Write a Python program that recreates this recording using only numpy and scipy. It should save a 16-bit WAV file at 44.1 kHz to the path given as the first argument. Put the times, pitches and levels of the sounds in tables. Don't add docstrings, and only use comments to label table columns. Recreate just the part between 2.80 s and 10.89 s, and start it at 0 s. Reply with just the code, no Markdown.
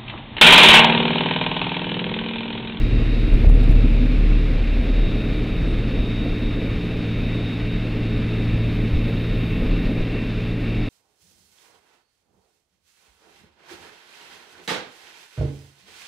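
import sys
import numpy as np
from scipy import signal
from scipy.fft import rfft, irfft, next_fast_len
from scipy.io import wavfile

SR = 44100
rng = np.random.default_rng(int(sys.argv[2]) if len(sys.argv) > 2 else 0)


def boost_factor(decibels):
    exponent = np.asarray(decibels, float) / 20
    return 10 ** exponent


def store_wav(level_fs):
    pcm = np.round(np.clip(np.atleast_2d(level_fs), -1, 1) * 32767)
    wavfile.write(sys.argv[1], SR, pcm.T.astype(np.int16))


N = 356769

# f/Hz, density/dB
HISS_SPECTRUM = [(3000, -6), (6000, -3.5), (10000, 3), (12500, 1), (13200, -3), (15150, -5)]
FIZZ_SPECTRUM = [(8000, -13), (9500, -6.5), (10500, -14.5), (12300, -11), (13000, -7), (14700, -10),
                 (15150, -3)]
RUMBLE_SPECTRUM = [(22, -24), (35, 3), (55, 0.5), (80, -2.5), (100, -6), (125, -7.5), (150, -8), (200, -35)]
HEAVE_SPECTRUM = [(8, -18), (15, -6), (25, 1), (33, 0), (48, -18)]
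BOOM_SPECTRUM = [(110, -33), (150, -20), (175, -15.5), (200, -5.5), (250, -2), (300, -8), (370, -12.5),
                 (450, -13), (600, -19), (800, -30.5), (1100, -46)]
CLATTER_SPECTRUM = [(450, -28), (700, -4.5), (950, -7), (1800, -3.5), (2350, -1), (2700, -0.5),
                    (2900, -5.5), (3330, -9), (3620, -5.5), (3950, -9.5), (4900, -18), (5300, -20),
                    (5700, -26.5), (9500, -39)]
# start t/s, end t/s, level/dB
FIZZ_SPELLS = [
    (0.45, 1.0, -70),
    (1.0, 1.6, -74),
    (5.6, 6.4, -73),
    (6.4, 7.15, -70),
]
# t/s, peak level/dB
KNOCKS = [
    (0.537, -31),
    (0.647, -15.5),
    (0.674, -22),
    (0.699, -18),
    (0.749, -28),
    (0.79, -31),
    (0.83, -23),
    (0.886, -36),
    (0.911, -22),
]
# t/s, peak level/dB
TICKS = [(0.539, -44), (0.656, -45), (0.6748, -45), (0.6933, -40), (0.7035, -46), (0.748, -54),
         (0.7507, -45), (0.8064, -48), (0.8317, -46), (0.8374, -50), (0.8874, -48), (0.9117, -41.5),
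         (0.9164, -52), (0.9214, -59)]
# t/s, level/dB
RUNWAY = [(0, -35.5), (0.9, -19.5), (1.3, -30.5), (1.8, -26.5), (2.4, -28), (2.9, -28.5), (4.3, -34),
          (5.1, -37), (5.5, -32.5), (6.3, -33), (7.1, -29.5), (7.4, -34.5), (8.09, -39)]
# t/s, heave level/dB, thump level/dB
BUMPS = [(0.04, -19.5, -22), (0.13, -30, -20), (0.2, -26, -24), (0.48, -32, -23), (0.54, -14, -22),
         (0.66, -24, -16), (0.9, -25, -23), (1.15, -31, -24), (1.37, -29, -26), (1.53, -21, -38),
         (1.75, -18, -25), (1.97, -23, -25), (2.27, -20, -37), (2.82, -23, -28), (3.2, -25, -30),
         (3.65, -28, -30), (3.92, -28, -24.5), (4.39, -39, -25.5), (5.2, -28, -33), (5.38, -34, -33),
         (5.75, -27, -22.5), (6.0, -33, -38), (6.15, -17.5, -24.5), (6.35, -28, -31), (6.55, -28, -29),
         (6.87, -25, -32), (7.07, -23, -35), (7.21, -22, -42), (7.61, -31, -34), (8.0, -23, -34)]
# t/s, level/dB
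BOOMS = [(0.2, -30), (0.31, -39), (0.54, -26.5), (1.24, -28), (2.5, -31), (3.63, -32), (3.83, -25.5),
         (4.45, -28), (5.6, -29), (6.3, -25), (6.83, -25), (7.1, -27), (7.35, -28), (8.06, -28)]
# t/s, f/Hz, peak level/dB
DOOR = [
    (0.88, 257.3, -35.5),
    (1.046, 255.5, -21.5),
    (1.214, 248, -17),
    (1.3, 253.6, -25),
    (1.464, 249, -35),
]
# f/Hz, width/Hz, level/dB
PANELS = [(1239, 120, -20.5), (2192, 75, -18), (2347, 100, -15.5), (2438, 56, -17.5), (2608, 110, -15),
          (2742, 70, -28), (3670, 83, -18.5)]
# t/s, level change/dB
GUSTS = [
    (0.63, 1),
    (0.72, -4),
    (1.53, 1),
    (4.78, 0.5),
    (4.89, -1.5),
    (7.77, -1.5),
]
# t/s, speed/(turns/s)
CRANK = [(0, 86.434), (0.7, 86.17), (1.1, 85.89), (1.9, 85.79), (2.5, 85.535), (3.7, 85.325), (5.8, 85.245),
         (7.0, 85.275), (7.7, 85.37), (8.09, 85.377)]
TIMING_ORDERS = [63, 36, 41, 43, 44, 47, 49.28, 52, 55, 57, 58, 62, 64]
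TIMING_LEVELS = [0.5, -13.5, -19, -5, -8.5, -10.5, -12, -3, -16, -6, -15, -19, -1]
# t/s, level/dB
TIMING_GRIP = [(0, -55), (0.5, -54), (1.12, -69), (1.8, -58), (2.8, -62), (3.1, -60), (4.3, -56.5),
               (8.09, -49.5)]
GEAR_ORDERS = [88, 82.72, 84, 86, 90, 85.36, 83, 85, 87, 90.64, 106.48]
GEAR_LEVELS = [2.5, -7, -19.5, -15, -15, -14, -17, -25.5, -15, -22, -20]
# t/s, level/dB
TOOTH_LOAD = [(0, -51.5), (0.48, -50), (0.64, -64), (0.8, -57), (1.28, -56), (1.44, -69), (1.6, -54.5),
              (1.85, -63), (2.27, -47), (2.68, -53), (3.2, -47), (3.6, -48.5), (4.16, -52.5), (4.6, -47.5),
              (5.9, -52.5), (6.5, -51.5), (7.3, -55.5), (8.09, -51.5)]
# t/s, level change/dB
BACKLASH = [
    (3.04, -6),
    (3.85, 0),
    (4.8, -4),
    (5.12, -12),
    (5.44, -2),
    (6.9, -2),
    (7.36, -3),
    (7.84, -7),
]
FIRING_ORDERS = [4, 1, 3, 5, 7, 8, 10, 11, 12, 15, 18, 19, 23, 25, 27]
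FIRING_LEVELS = [3, -5.5, -5.5, -4.5, -1, -11, -6.5, -19.5, -20.5, -20, -47, -36, -27.5, -27, -36]
# t/s, level/dB
COMBUSTION = [(0, -39.5), (1.2, -41), (1.45, -37), (1.65, -38.5), (2.3, -38), (2.56, -35.5), (2.8, -39.5),
              (3.9, -38), (5.0, -37), (6.4, -36.5), (6.9, -34.5), (7.4, -38), (8.09, -37)]
BLADE_ORDERS = [3, 2, 4, 5, 6, .5]
BLADE_LEVELS = [1, -9.5, -22, -18, -9, -10]
# t/s, level/dB
BLADE_LOAD = [(0, -28), (0.3, -27.5), (0.95, -29), (1.6, -33.5), (2.6, -32.5), (3.1, -30), (3.8, -30.5),
              (4.1, -30.5), (5.0, -28), (5.9, -26), (6.5, -28.5), (7.1, -32), (7.4, -30), (8.09, -28.5)]
# t/s, level/dB
SHAKE = [(0, -29.5), (0.14, -17.5), (0.61, -17.5), (0.67, -9), (0.86, -14), (1.25, -17.5), (1.76, -16.5),
         (2.24, -19.5), (2.56, -27), (3.04, -25), (3.25, -31), (3.8, -29.5), (4.16, -35), (4.96, -30),
         (5.28, -32), (5.72, -31), (6.88, -27), (7.1, -32)]

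SHAFT_PER_CYCLE = 44 / 50
CREST_JOLT_S = 0.7022
SLACK_S, SLACK_WIDTH_S, SLACK_DB = 1.97, 0.13, -13.0


def seconds():
    return np.arange(N) / SR


def curve(rows):
    s, values = np.transpose(rows)
    return np.interp(seconds(), s, values)


def rms_one(x):
    return x / np.sqrt(np.mean(x ** 2) + 1e-20)


def in_db(*gains):
    return 10 * np.log10(sum(g ** 2 for g in gains) + 1e-12)


def bell(centre_s, width_s):
    return np.exp(-0.5 * ((seconds() - centre_s) / width_s) ** 2)


def swell(centre_s, rise_s, fall_s):
    late = seconds() - centre_s
    return np.exp(np.minimum(late / rise_s, -late / fall_s))


def spell(start_s, end_s, edge_s):
    opening = np.tanh((seconds() - start_s) / edge_s)
    closing = np.tanh((seconds() - end_s) / edge_s)
    return (opening - closing) / 2


def drift(rate_hz):
    hop = 40
    r = np.exp(-2 * np.pi * rate_hz * hop / SR)
    white = rng.standard_normal(N // hop + 2002)
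    slow = signal.lfilter([1], [1, -2 * r, r * r], white)[2000:]
    return np.interp(np.arange(N) / hop, np.arange(len(slow)), rms_one(slow))


def noise(spectrum, patchy_db, rate):
    size = next_fast_len(N)
    octave = np.log2(np.arange(1, size // 2 + 2) * SR / size)
    hz, level_db = np.transpose(spectrum)
    shape = boost_factor(np.interp(octave, np.log2(hz), level_db, -120, -120))
    coloured = rfft(rng.standard_normal(size)) * shape
    out = np.zeros(N)
    for centre in np.arange(np.floor(np.log2(hz[0])), np.log2(hz[-1]) + 0.5, 0.5):
        window = np.cos(np.pi * np.clip(octave - centre, -0.5, 0.5)) ** 2
        out += irfft(coloured * window, size)[:N] * boost_factor(patchy_db * drift(rate))
    return rms_one(out)


def resonance(hz, width_hz):
    r = np.exp(-np.pi * width_hz / SR)
    mode = [1, 0, -1, 1, -2 * r * np.cos(2 * np.pi * hz / SR), r * r]
    return rms_one(signal.sosfilt([mode, mode], rng.standard_normal(N)))


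def blows(events, decay_s):
    jumps = np.zeros(N)
    for s, peak_db in events:
        jumps[round(s * SR)] = boost_factor(peak_db)
    return signal.lfilter([1], [1, -np.exp(-1 / (decay_s * SR))], jumps + 1e-18)


def lines(turns, orders, levels_db, wobble_db, rate, slip):
    out = np.zeros(N)
    for order, level_db in zip(orders, levels_db):
        gain = np.sqrt(2) * boost_factor(level_db + wobble_db * drift(rate))
        phase = 2 * np.pi * (order * turns + rng.random()) + slip * drift(rate)
        out += gain * np.sin(phase)
    return out


def preamp_hiss():
    shared = noise(HISS_SPECTRUM, patchy_db=0.8, rate=6.3)
    own = noise(HISS_SPECTRUM, patchy_db=0.8, rate=6.3)
    return boost_factor(-70) * shared, boost_factor(-70 - 3.0) * own


def case_fizz():
    spells = [boost_factor(level_db) * np.sqrt(spell(start_s, end_s, edge_s=0.1))
              for start_s, end_s, level_db in FIZZ_SPELLS]
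    level_db = in_db(boost_factor(-75), *spells) + 1.3 * drift(14)
    return boost_factor(level_db + 1.0) * noise(FIZZ_SPECTRUM, patchy_db=0.7, rate=40)


def case_squeak():
    top_s, top_hz, arch_hz_per_s2 = 2.93, 8520, 30000
    hz = np.maximum(top_hz - arch_hz_per_s2 * (seconds() - top_s) ** 2, 0)
    return boost_factor(-64) * bell(2.905, 0.025) * np.sin(2 * np.pi * np.cumsum(hz) / SR)


def case_knocks():
    wall = signal.butter(2, [80, 700], "band", fs=SR, output="sos")
    return boost_factor(8.5) * signal.sosfilt(wall, blows(KNOCKS, decay_s=0.00082))


def ticks():
    mid, side = rng.standard_normal((2, N))
    bursts = boost_factor(-4.0) * blows(TICKS, decay_s=0.0033) * (mid + 1.3 * side * [[1], [-1]])
    return signal.sosfilt(signal.butter(1, 1200, "high", fs=SR, output="sos"), bursts)


def door_panel():
    out = np.zeros(N)
    for s, hz, level_db in DOOR:
        gain = np.sqrt(2) * boost_factor(level_db - 4.0)
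        out += gain * swell(s, rise_s=0.019, fall_s=0.058) * np.sin(2 * np.pi * hz * seconds())
    return out


def wheels_and_cabin():
    rough_db = curve(RUNWAY)
    bumps = [(swell(s, rise_s=0.035, fall_s=0.052), heave_db, thump_db) for s, heave_db, thump_db in BUMPS]
    heaves = [boost_factor(heave_db) * shape for shape, heave_db, _ in bumps]
    thumps = boost_factor(in_db(*[boost_factor(thump_db) * shape for shape, _, thump_db in bumps]))
    booms = [boost_factor(level_db) * swell(s, rise_s=0.041, fall_s=0.045) for s, level_db in BOOMS]
    steady_boom = boost_factor(-28.5 + 0.3 * (rough_db - rough_db.mean()) + drift(7.8))
    heave_db = in_db(boost_factor(rough_db - 4.5), *heaves)
    rumble_db = in_db(boost_factor(rough_db - 2), thumps)
    boom_db = in_db(steady_boom, boost_factor(-11) * thumps, *booms)
    rumble = boost_factor(rumble_db + 2.5) * noise(RUMBLE_SPECTRUM, patchy_db=1.5, rate=8.8)
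    heave = boost_factor(heave_db - 0.2) * noise(HEAVE_SPECTRUM, patchy_db=-2.5, rate=6)
    boom = boost_factor(boom_db - 1.5) * noise(BOOM_SPECTRUM, patchy_db=0.65, rate=6.1)
    return rumble + heave + boom


def clatter():
    level_db = -38.0 - 0.0767 * seconds()
    level_db += sum(change_db * bell(s, 0.04) for s, change_db in GUSTS)
    panels = sum(boost_factor(panel_db + 1.9 * drift(3.1)) * resonance(hz, width_hz)
                 for hz, width_hz, panel_db in PANELS)
    dense = noise(CLATTER_SPECTRUM, patchy_db=0.5, rate=15)
    return boost_factor(level_db - 1.0 + 0.56 * drift(33)) * (dense + panels)


def timing_train(cycles):
    level_db = curve(TIMING_GRIP) + 3 * drift(3.8)
    tones = lines(cycles, TIMING_ORDERS, TIMING_LEVELS, wobble_db=1.5, rate=10, slip=0.5)
    return boost_factor(level_db - 0.7) * tones


def gear_whine(cycles):
    level_db = curve(TOOTH_LOAD) + 0.8 * drift(4.3)
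    level_db += sum(change_db * bell(s, 0.074) for s, change_db in BACKLASH)
    tones = lines(cycles, GEAR_ORDERS, GEAR_LEVELS, wobble_db=1.2, rate=14, slip=0.4)
    return boost_factor(level_db - 0.3) * tones


def firing(cycles):
    level_db = curve(COMBUSTION) + SLACK_DB * bell(SLACK_S, SLACK_WIDTH_S)
    tones = lines(cycles, FIRING_ORDERS, FIRING_LEVELS, wobble_db=1.8, rate=5, slip=0.45)
    return boost_factor(level_db + 1.3) * tones


def propeller(cycles):
    shaft = SHAFT_PER_CYCLE * (cycles - cycles[round(CREST_JOLT_S * SR)])
    shake_db = curve(SHAKE)
    waver_db = 1.5 + 0.15 * np.maximum(-26.5 - shake_db, 0)
    shake_db = shake_db + waver_db * drift(4.3)
    shake = np.cos(2 * np.pi * shaft) + 0.16 * np.cos(4 * np.pi * shaft - 0.4)
    beat_db = curve(BLADE_LOAD) + SLACK_DB * bell(SLACK_S, SLACK_WIDTH_S)
    beat = lines(shaft, BLADE_ORDERS, BLADE_LEVELS, wobble_db=1.2, rate=5, slip=0.35)
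    return np.sqrt(2) * boost_factor(shake_db + 0.73) * shake + boost_factor(beat_db + 0.63) * beat


def scene():
    cycles = np.cumsum(curve(CRANK)) / (2 * SR)
    case = case_fizz() + case_squeak() + case_knocks()
    airframe = door_panel() + wheels_and_cabin()
    engine = clatter() + timing_train(cycles) + gear_whine(cycles) + firing(cycles)
    return case + airframe + engine + propeller(cycles) + ticks()


def low_pass(x):
    return signal.sosfilt(signal.butter(12, 15560, fs=SR, output="sos"), x)


def record(dry):
    deep = signal.sosfilt(signal.butter(2, 90, fs=SR, output="sos"), dry)
    uneven = np.clip(boost_factor(18) * blows(TICKS, decay_s=0.025), 0, 0.2) * drift(30)
    shared, own = preamp_hiss()
    apart = boost_factor(-36.5) * deep + uneven * (dry - deep) + own
    heard = np.clip(dry + shared + apart * [[1], [-1]], -0.78, 0.78)
    fade = np.minimum(1, np.arange(N)[::-1] / (0.004 * SR))
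    return low_pass(heard * fade)


dry = scene()
out = record(dry)
store_wav(out)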